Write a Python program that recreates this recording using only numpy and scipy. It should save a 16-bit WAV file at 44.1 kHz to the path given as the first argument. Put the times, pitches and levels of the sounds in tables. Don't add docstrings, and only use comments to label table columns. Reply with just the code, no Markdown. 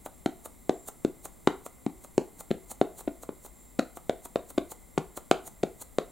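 import sys
import numpy as np
from scipy import signal
from scipy.fft import rfft, irfft, next_fast_len
from scipy.io import wavfile

SR = 44100
rng = np.random.default_rng(int(sys.argv[2]) if len(sys.argv) > 2 else 0)


def wav_out(sig):
    wavfile.write(sys.argv[1], SR, np.round(np.clip(np.atleast_2d(sig).T, -1, 1) * 32767).astype(np.int16))


N = 269451


def amp(db):
    return 10 ** (np.asarray(db) / 20)


def unit(x):
    return x / np.sqrt(np.mean(x ** 2) + 1e-20)


def along(points, hz):
    frequencies, values = np.transpose(points)
    return np.interp(np.log(hz + 1), np.log(frequencies), values)


def filtered(x, response):
    n = x.shape[-1]
    padded = next_fast_len(n + 8192)
    return irfft(rfft(x, padded) * response(np.fft.rfftfreq(padded, 1 / SR)), padded)[..., :n]


def coloured(x, spectrum, size=2048):
    cepstrum = irfft(np.log(amp(along(spectrum, np.fft.rfftfreq(size, 1 / SR)))))
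    cepstrum[1:size // 2] *= 2
    cepstrum[size // 2 + 1:] = 0
    response = irfft(np.exp(rfft(cepstrum)))
    return signal.fftconvolve(x, response / np.linalg.norm(response))[:len(x)]


def add(track, s, sound):
    i = round(s * SR)
    sound, i = sound[..., max(-i, 0):max(N - i, 0)], max(i, 0)
    track[..., i:i + sound.shape[-1]] += sound


def burst(t, length_s, spectrum):
    bins = rfft(rng.standard_normal(len(t)) * t / length_s * np.exp(-(t / length_s) ** 2))
    flat = irfft(bins / (np.abs(bins) + 1e-9), len(t))
    click = coloured(flat * np.exp(-(t / (2 * length_s)) ** 4), spectrum)
    return click / np.linalg.norm(click) * np.sqrt(SR / 500)


# (frequency [Hz], likeness [0 to 1])
STEREO_LIKENESS = [(30, 0.47), (100, 0.05), (400, 0.09), (2000, 1), (5000, 1), (8000, 0.96), (14000, 0.13)]
def steady_noise(spectrum):
    def response(hz):
        angle = np.arccos(np.clip(along(STEREO_LIKENESS, hz), -1, 1)) / 2
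        return amp(along(spectrum, hz)) * [np.cos(angle), np.sin(angle)]
    mid, side = filtered(rng.standard_normal((2, N)), response)
    return unit(np.array([mid + side, mid - side]))


def noise_band(centre_hz, width_hz):
    noise = rng.standard_normal(N)
    return unit(filtered(noise, lambda hz: 1 / (1 + ((hz - centre_hz) / width_hz) ** 2)))


# (frequency [Hz], level [dB])
RUMBLE_COLOUR = [(20, -6), (32, -5.5), (50, 5), (80, -7), (130, -10), (250, -8), (500, -26.5), (1000, -41),
                 (2500, -37)]
HISS_COLOUR = [(300, 5.5), (800, 0), (1200, -4.5), (1650, -14), (2120, -9.5), (2800, -20), (3900, -12.5),
               (5050, -23), (6500, -13.5), (7400, -8), (8000, -7), (8700, -5), (10000, -7), (15700, -8)]
# (time [s], rise [dB])
WHISTLE_RISES = [(.8, 9), (3.621, 6)]
def background():
    t = np.arange(N) / SR
    rise_db = sum(db * np.exp(-((t - s) / 0.092) ** 2) for s, db in WHISTLE_RISES)
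    high_whistle = amp(-67 + rise_db) * noise_band(centre_hz=7435, width_hz=156)
    low_whistle = amp(-74.5) * noise_band(centre_hz=2057, width_hz=76)
    rumble = amp(-56.5) * steady_noise(RUMBLE_COLOUR)
    hiss = amp(-57) * steady_noise(HISS_COLOUR)
    return rumble + hiss + high_whistle + low_whistle


# (frequency [Hz], fade time [s])
TAIL_FADE = [(150, 0.1355), (400, 0.32), (1500, 0.32), (4100, 0.28), (12000, 0.18)]
# (frequency [Hz], level [dB])
TAIL_COLOUR = [(60, -17), (180, -2), (340, 0), (450, 0), (560, -6), (700, 1), (1500, 0), (4000, -0.5),
               (8000, 0.5), (15000, 0)]
def echo_tail():
    hz, t, bins = signal.stft(rng.standard_normal((2, SR // 3)), SR, nperseg=256)
    fade = amp(-60 * t / along(TAIL_FADE, hz)[:, None])
    tails = signal.istft(bins * fade, SR, nperseg=256)[1]
    tails *= 1 - np.exp(-(np.arange(tails.shape[1]) / SR / 0.00093) ** 2)
    mid, side = filtered(tails / np.linalg.norm(tails[0]), lambda hz: amp(along(TAIL_COLOUR, hz)))
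    return np.array([mid + amp(-16.5) * side, mid - amp(-9) * side])


# (delay [s], strength [factor, minus flips the wave])
FIRST_ECHOES = [(.0063, -0.098), (0.009, -.04), (.0113, -.04), (.0134, .1), (.0147, .1), (.0178, 0.031),
                (.029, -.061), (.0314, 0.023), (0.034, 0.08), (.0377, 0.048)]
# (pitch [Hz], level [dB], time to fade by 60 dB [s])
ROOM_NOTES = [(166.8, -62.5, 0.21), (322.7, -71, 0.19), (376, -58, 0.24), (670, -56, 0.21),
              (732, -66, 0.22), (897, -97, 0.083), (1290, -70, 0.19)]
def room(x):
    t = np.arange(SR // 3) / SR
    echoes = np.zeros(len(t))
    for delay, gain in FIRST_ECHOES:
        echoes[round(delay * SR)] += gain
    echoes = filtered(echoes, lambda hz: 1 / np.hypot(1, hz / 2500))
    hum = sum(amp(db - 60 * t / fade_s) * np.sin(2 * np.pi * hz * t) for hz, db, fade_s in ROOM_NOTES)
    hum *= 1 - np.exp(-t / 0.037)
    early = signal.fftconvolve(x, echoes + hum)[:N]
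    late, step = np.zeros((2, N)), SR // 3
    for i in range(0, N, step):
        add(late, i / SR, signal.fftconvolve(x[None, i:i + step], echo_tail(), axes=1))
    return early + amp(-12.5) * late


# (time [s], crackle level [dB], pop level [dB])
PAD_LIFTS = [(0.061, -41, -30), (.458, -39.5, -35), (.885, -36, -34.5), (1.255, -37, -34),
             (1.663, -41, -32.5), (2.046, -47, -40.5), (2.407, -39.5, -39.5), (2.715, -35.5, -38.5),
             (2.992, -43, -46.5), (3.008, -42.5, -39.5), (3.233, -43.5, -36.5), (3.449, -50, -43.5),
             (3.463, -45.5, -45.5), (3.971, -44.5, -34), (4.256, -40.5, -38), (4.505, -43, -41),
             (4.719, -38, -37), (5.174, -35.5, -29.5), (5.477, -39.5, -43.5), (5.822, -38, -42.5)]
# (frequency [Hz], level [dB])
INK_COLOUR = [(200, -3), (800, 0.5), (1800, -14.5), (3000, -17), (4200, -7), (5000, -18.5), (6200, -6),
              (7100, 2.5), (7900, -1.5), (8700, 1), (10500, -4.5), (15500, -4.5)]
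def ink_crackle():
    track, t = np.zeros((2, N)), np.arange(-SR // 16, SR // 16) / SR
    usual_pop_db, thread_spread_db, fade_s = -37, 5, 0.014
    for s, crackle_db, pop_db in PAD_LIFTS:
        swell_s = 0.024 * amp(0.41 * (usual_pop_db - pop_db))
        tearing = amp(-20 * np.maximum(-t / swell_s, t / fade_s))
        threads = rng.standard_normal((2, len(t))) * amp(thread_spread_db * rng.standard_normal(len(t)))
        mid, side = [unit(coloured(x, INK_COLOUR)) for x in threads]
        side = amp(-13) * filtered(side, lambda hz: hz / np.hypot(hz, 8000))
        add(track, s + t[0], amp(crackle_db) * tearing * np.array([mid + side, mid - side]))
    return track


# (frequency [Hz], level [dB])
POP_COLOUR = [(90, -20.5), (260, -0.5), (470, 4.5), (750, 3), (1350, -2), (1650, -15), (3900, -21),
              (8000, -70)]
def rubber_pops():
    track, t = np.zeros(N), np.arange(SR // 25) / SR
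    for s, crackle_db, pop_db in PAD_LIFTS:
        pop = amp(pop_db) * burst(t, 0.0021, POP_COLOUR)
        tick = amp(crackle_db - 3.5) * burst(t, 0.00083, INK_COLOUR)
        add(track, s, pop + tick)
        flap_delay_s = rng.uniform(0.00272, 0.0062)
        add(track, s + flap_delay_s, amp(pop_db - 10) * burst(t, 0.004, POP_COLOUR))
    return track


# (frequency [Hz], level [dB])
RATTLE_COLOUR = [(600, -10), (1400, 0.5), (2600, 0), (4200, 3), (5000, -7.5), (7000, -2.5), (12000, -17)]
def case_rattle(t, db):
    grain_spread_db, fade_s = 8, 0.045
    grains = rng.standard_normal(len(t)) * amp(grain_spread_db * rng.standard_normal(len(t)))
    return amp(db - 60 * t / fade_s) * unit(coloured(grains, RATTLE_COLOUR))


def plate_note(t, hz, peak_s):
    t = np.maximum(t, 0)
    return np.sin(2 * np.pi * hz * t) * t / peak_s * np.exp(1 - t / peak_s)


# (frequency [Hz], level [dB])
CLICK_COLOUR = [(300, -18.5), (900, -0.5), (1400, 4), (1700, -7.5), (2100, -2.5), (2800, -6), (3300, -6),
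                (5000, -30.5)]
SNAP_COLOUR = [(4000, -4), (5000, -6), (5500, -8), (6300, -3), (7100, 0), (8000, -5), (9000, -7),
               (11000, -25), (16000, -38)]
PING_COLOUR = [(2900, -30), (3350, -15), (3600, -2), (3850, 0), (4350, -7), (4950, -22), (6000, -40)]
# (frequency [Hz], level [dB])
PLATE_COLOUR = [(35, -9), (85, -12), (135, -2), (220, 0), (500, -1.62), (700, 3), (950, -4), (1400, 3.5),
                (3000, 1)]
# (time [s], knock level [dB], knock pitch [Hz], clack level [dB], clack pitch [Hz],
#  click level [dB], snap level [dB])
PAD_DABS = [(0.2603, -10.5, 297, -18, 706, -29.5, -37), (0.6943, -8, 368.5, -18, 620, -34, -35),
            (1.0484, -7.5, 330, -33, 784, -37, -38), (1.4727, -23, 360, -17.5, 1070, -24.5, -41),
            (1.4735, -3.5, 373, -12, 832, -26.5, -31.5), (1.864, -12.5, 269.5, -24.5, 755, -41.5, -45.5),
            (2.1794, -4.5, 377, -18, 824, -38.5, -29.5), (2.5064, -18, 260, -31, 470, -44.5, -57),
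            (2.5121, -9.5, 353, -46, 851, -32, -43), (2.8136, -5.5, 378, -12.5, 646, -30, -40.5),
            (3.0758, -16.5, 371, -27.5, 517, -47, -67), (3.079, -17.5, 327, -32.5, 649, -40, -73),
            (3.2908, -19, 395, -30, 874, -45.5, -79), (3.7897, -12, 286, -36, 462, -39.5, -38),
            (3.7937, -15.5, 302, -13, 558, -25.5, -33.5), (4.0954, -8, 497, -31, 930, -32, -37.5),
            (4.358, -8.5, 490, -25, 913, -33.5, -44), (4.578, -13, 386, -24.5, 1013, -41, -47),
            (4.5812, -9, 365.2, -23, 610, -31, -39), (4.9771, -10, 377, -17, 784, -29.5, -53),
            (4.981, -19, 160.4, -33, 1060, -51, -33), (5.3125, -4.5, 390, -9.5, 695, -20, -24.5),
            (5.6319, -19, 194, -25, 500, -34, -42), (5.6347, -10.5, 362, -17, 499, -39, -37.5),
            (5.9847, -7.5, 463, -23, 937, -33, -33)]
def pad_dabs():
    track, t = np.zeros(N), np.arange(SR // 25) / SR
    rim_lead_s, clack_lag_s, knock_lag_s = 0.0005, 0.00017, 0.00068
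    knock_cycles = 0.37
    plate_t = t - rim_lead_s
    for s, knock_db, knock_hz, clack_db, clack_hz, click_db, snap_db in PAD_DABS:
        knock = -amp(knock_db) * plate_note(plate_t - knock_lag_s, knock_hz, knock_cycles / knock_hz)
        clack = amp(clack_db) * plate_note(plate_t - clack_lag_s, clack_hz, peak_s=0.00089)
        overtone = amp(click_db - 2) * plate_note(plate_t, hz=1226, peak_s=0.0011)
        click = amp(click_db) * burst(t, 0.0014, CLICK_COLOUR)
        blend_db = 0.71 * click_db + 0.29 * snap_db
        ping = amp(blend_db - 3.5) * burst(t, 0.0017, PING_COLOUR)
        snap = amp(snap_db) * burst(t, 0.0015, SNAP_COLOUR)
        rattle = case_rattle(t, click_db - 12.5)
        add(track, s - rim_lead_s, knock + clack + overtone + click + ping + snap + rattle)
    return coloured(track, PLATE_COLOUR)


# (frequency [Hz], level [dB])
LEFT_LOUDER = [(50, 1.8), (170, 4.4), (350, 2.6), (700, .9), (2000, .2), (5000, -.3), (12000, -1.1)]
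# (frequency [Hz], phase [radians])
LEFT_AHEAD = [(0, 0), (340, -0.27), (1720, -0.18), (8270, -0.0), (10200, 0.2), (11400, 0.0),
              (16000, -0.096)]
def microphones(hz):
    halves = [.5, -.5]
    gain = amp(np.outer(halves, along(LEFT_LOUDER, hz)))
    return gain * np.exp(1j * np.outer(halves, along(LEFT_AHEAD, hz)))


def scene():
    inking = pad_dabs() + ink_crackle() + rubber_pops()
    sound = inking + room(inking.mean(axis=0)) + background()
    return filtered(sound, microphones)


def record(dry):
    top_hz = 16000
    return filtered(dry, lambda hz: 1 / np.sqrt(1 + (hz / top_hz) ** 200))


dry = scene()
out = record(dry)
wav_out(out)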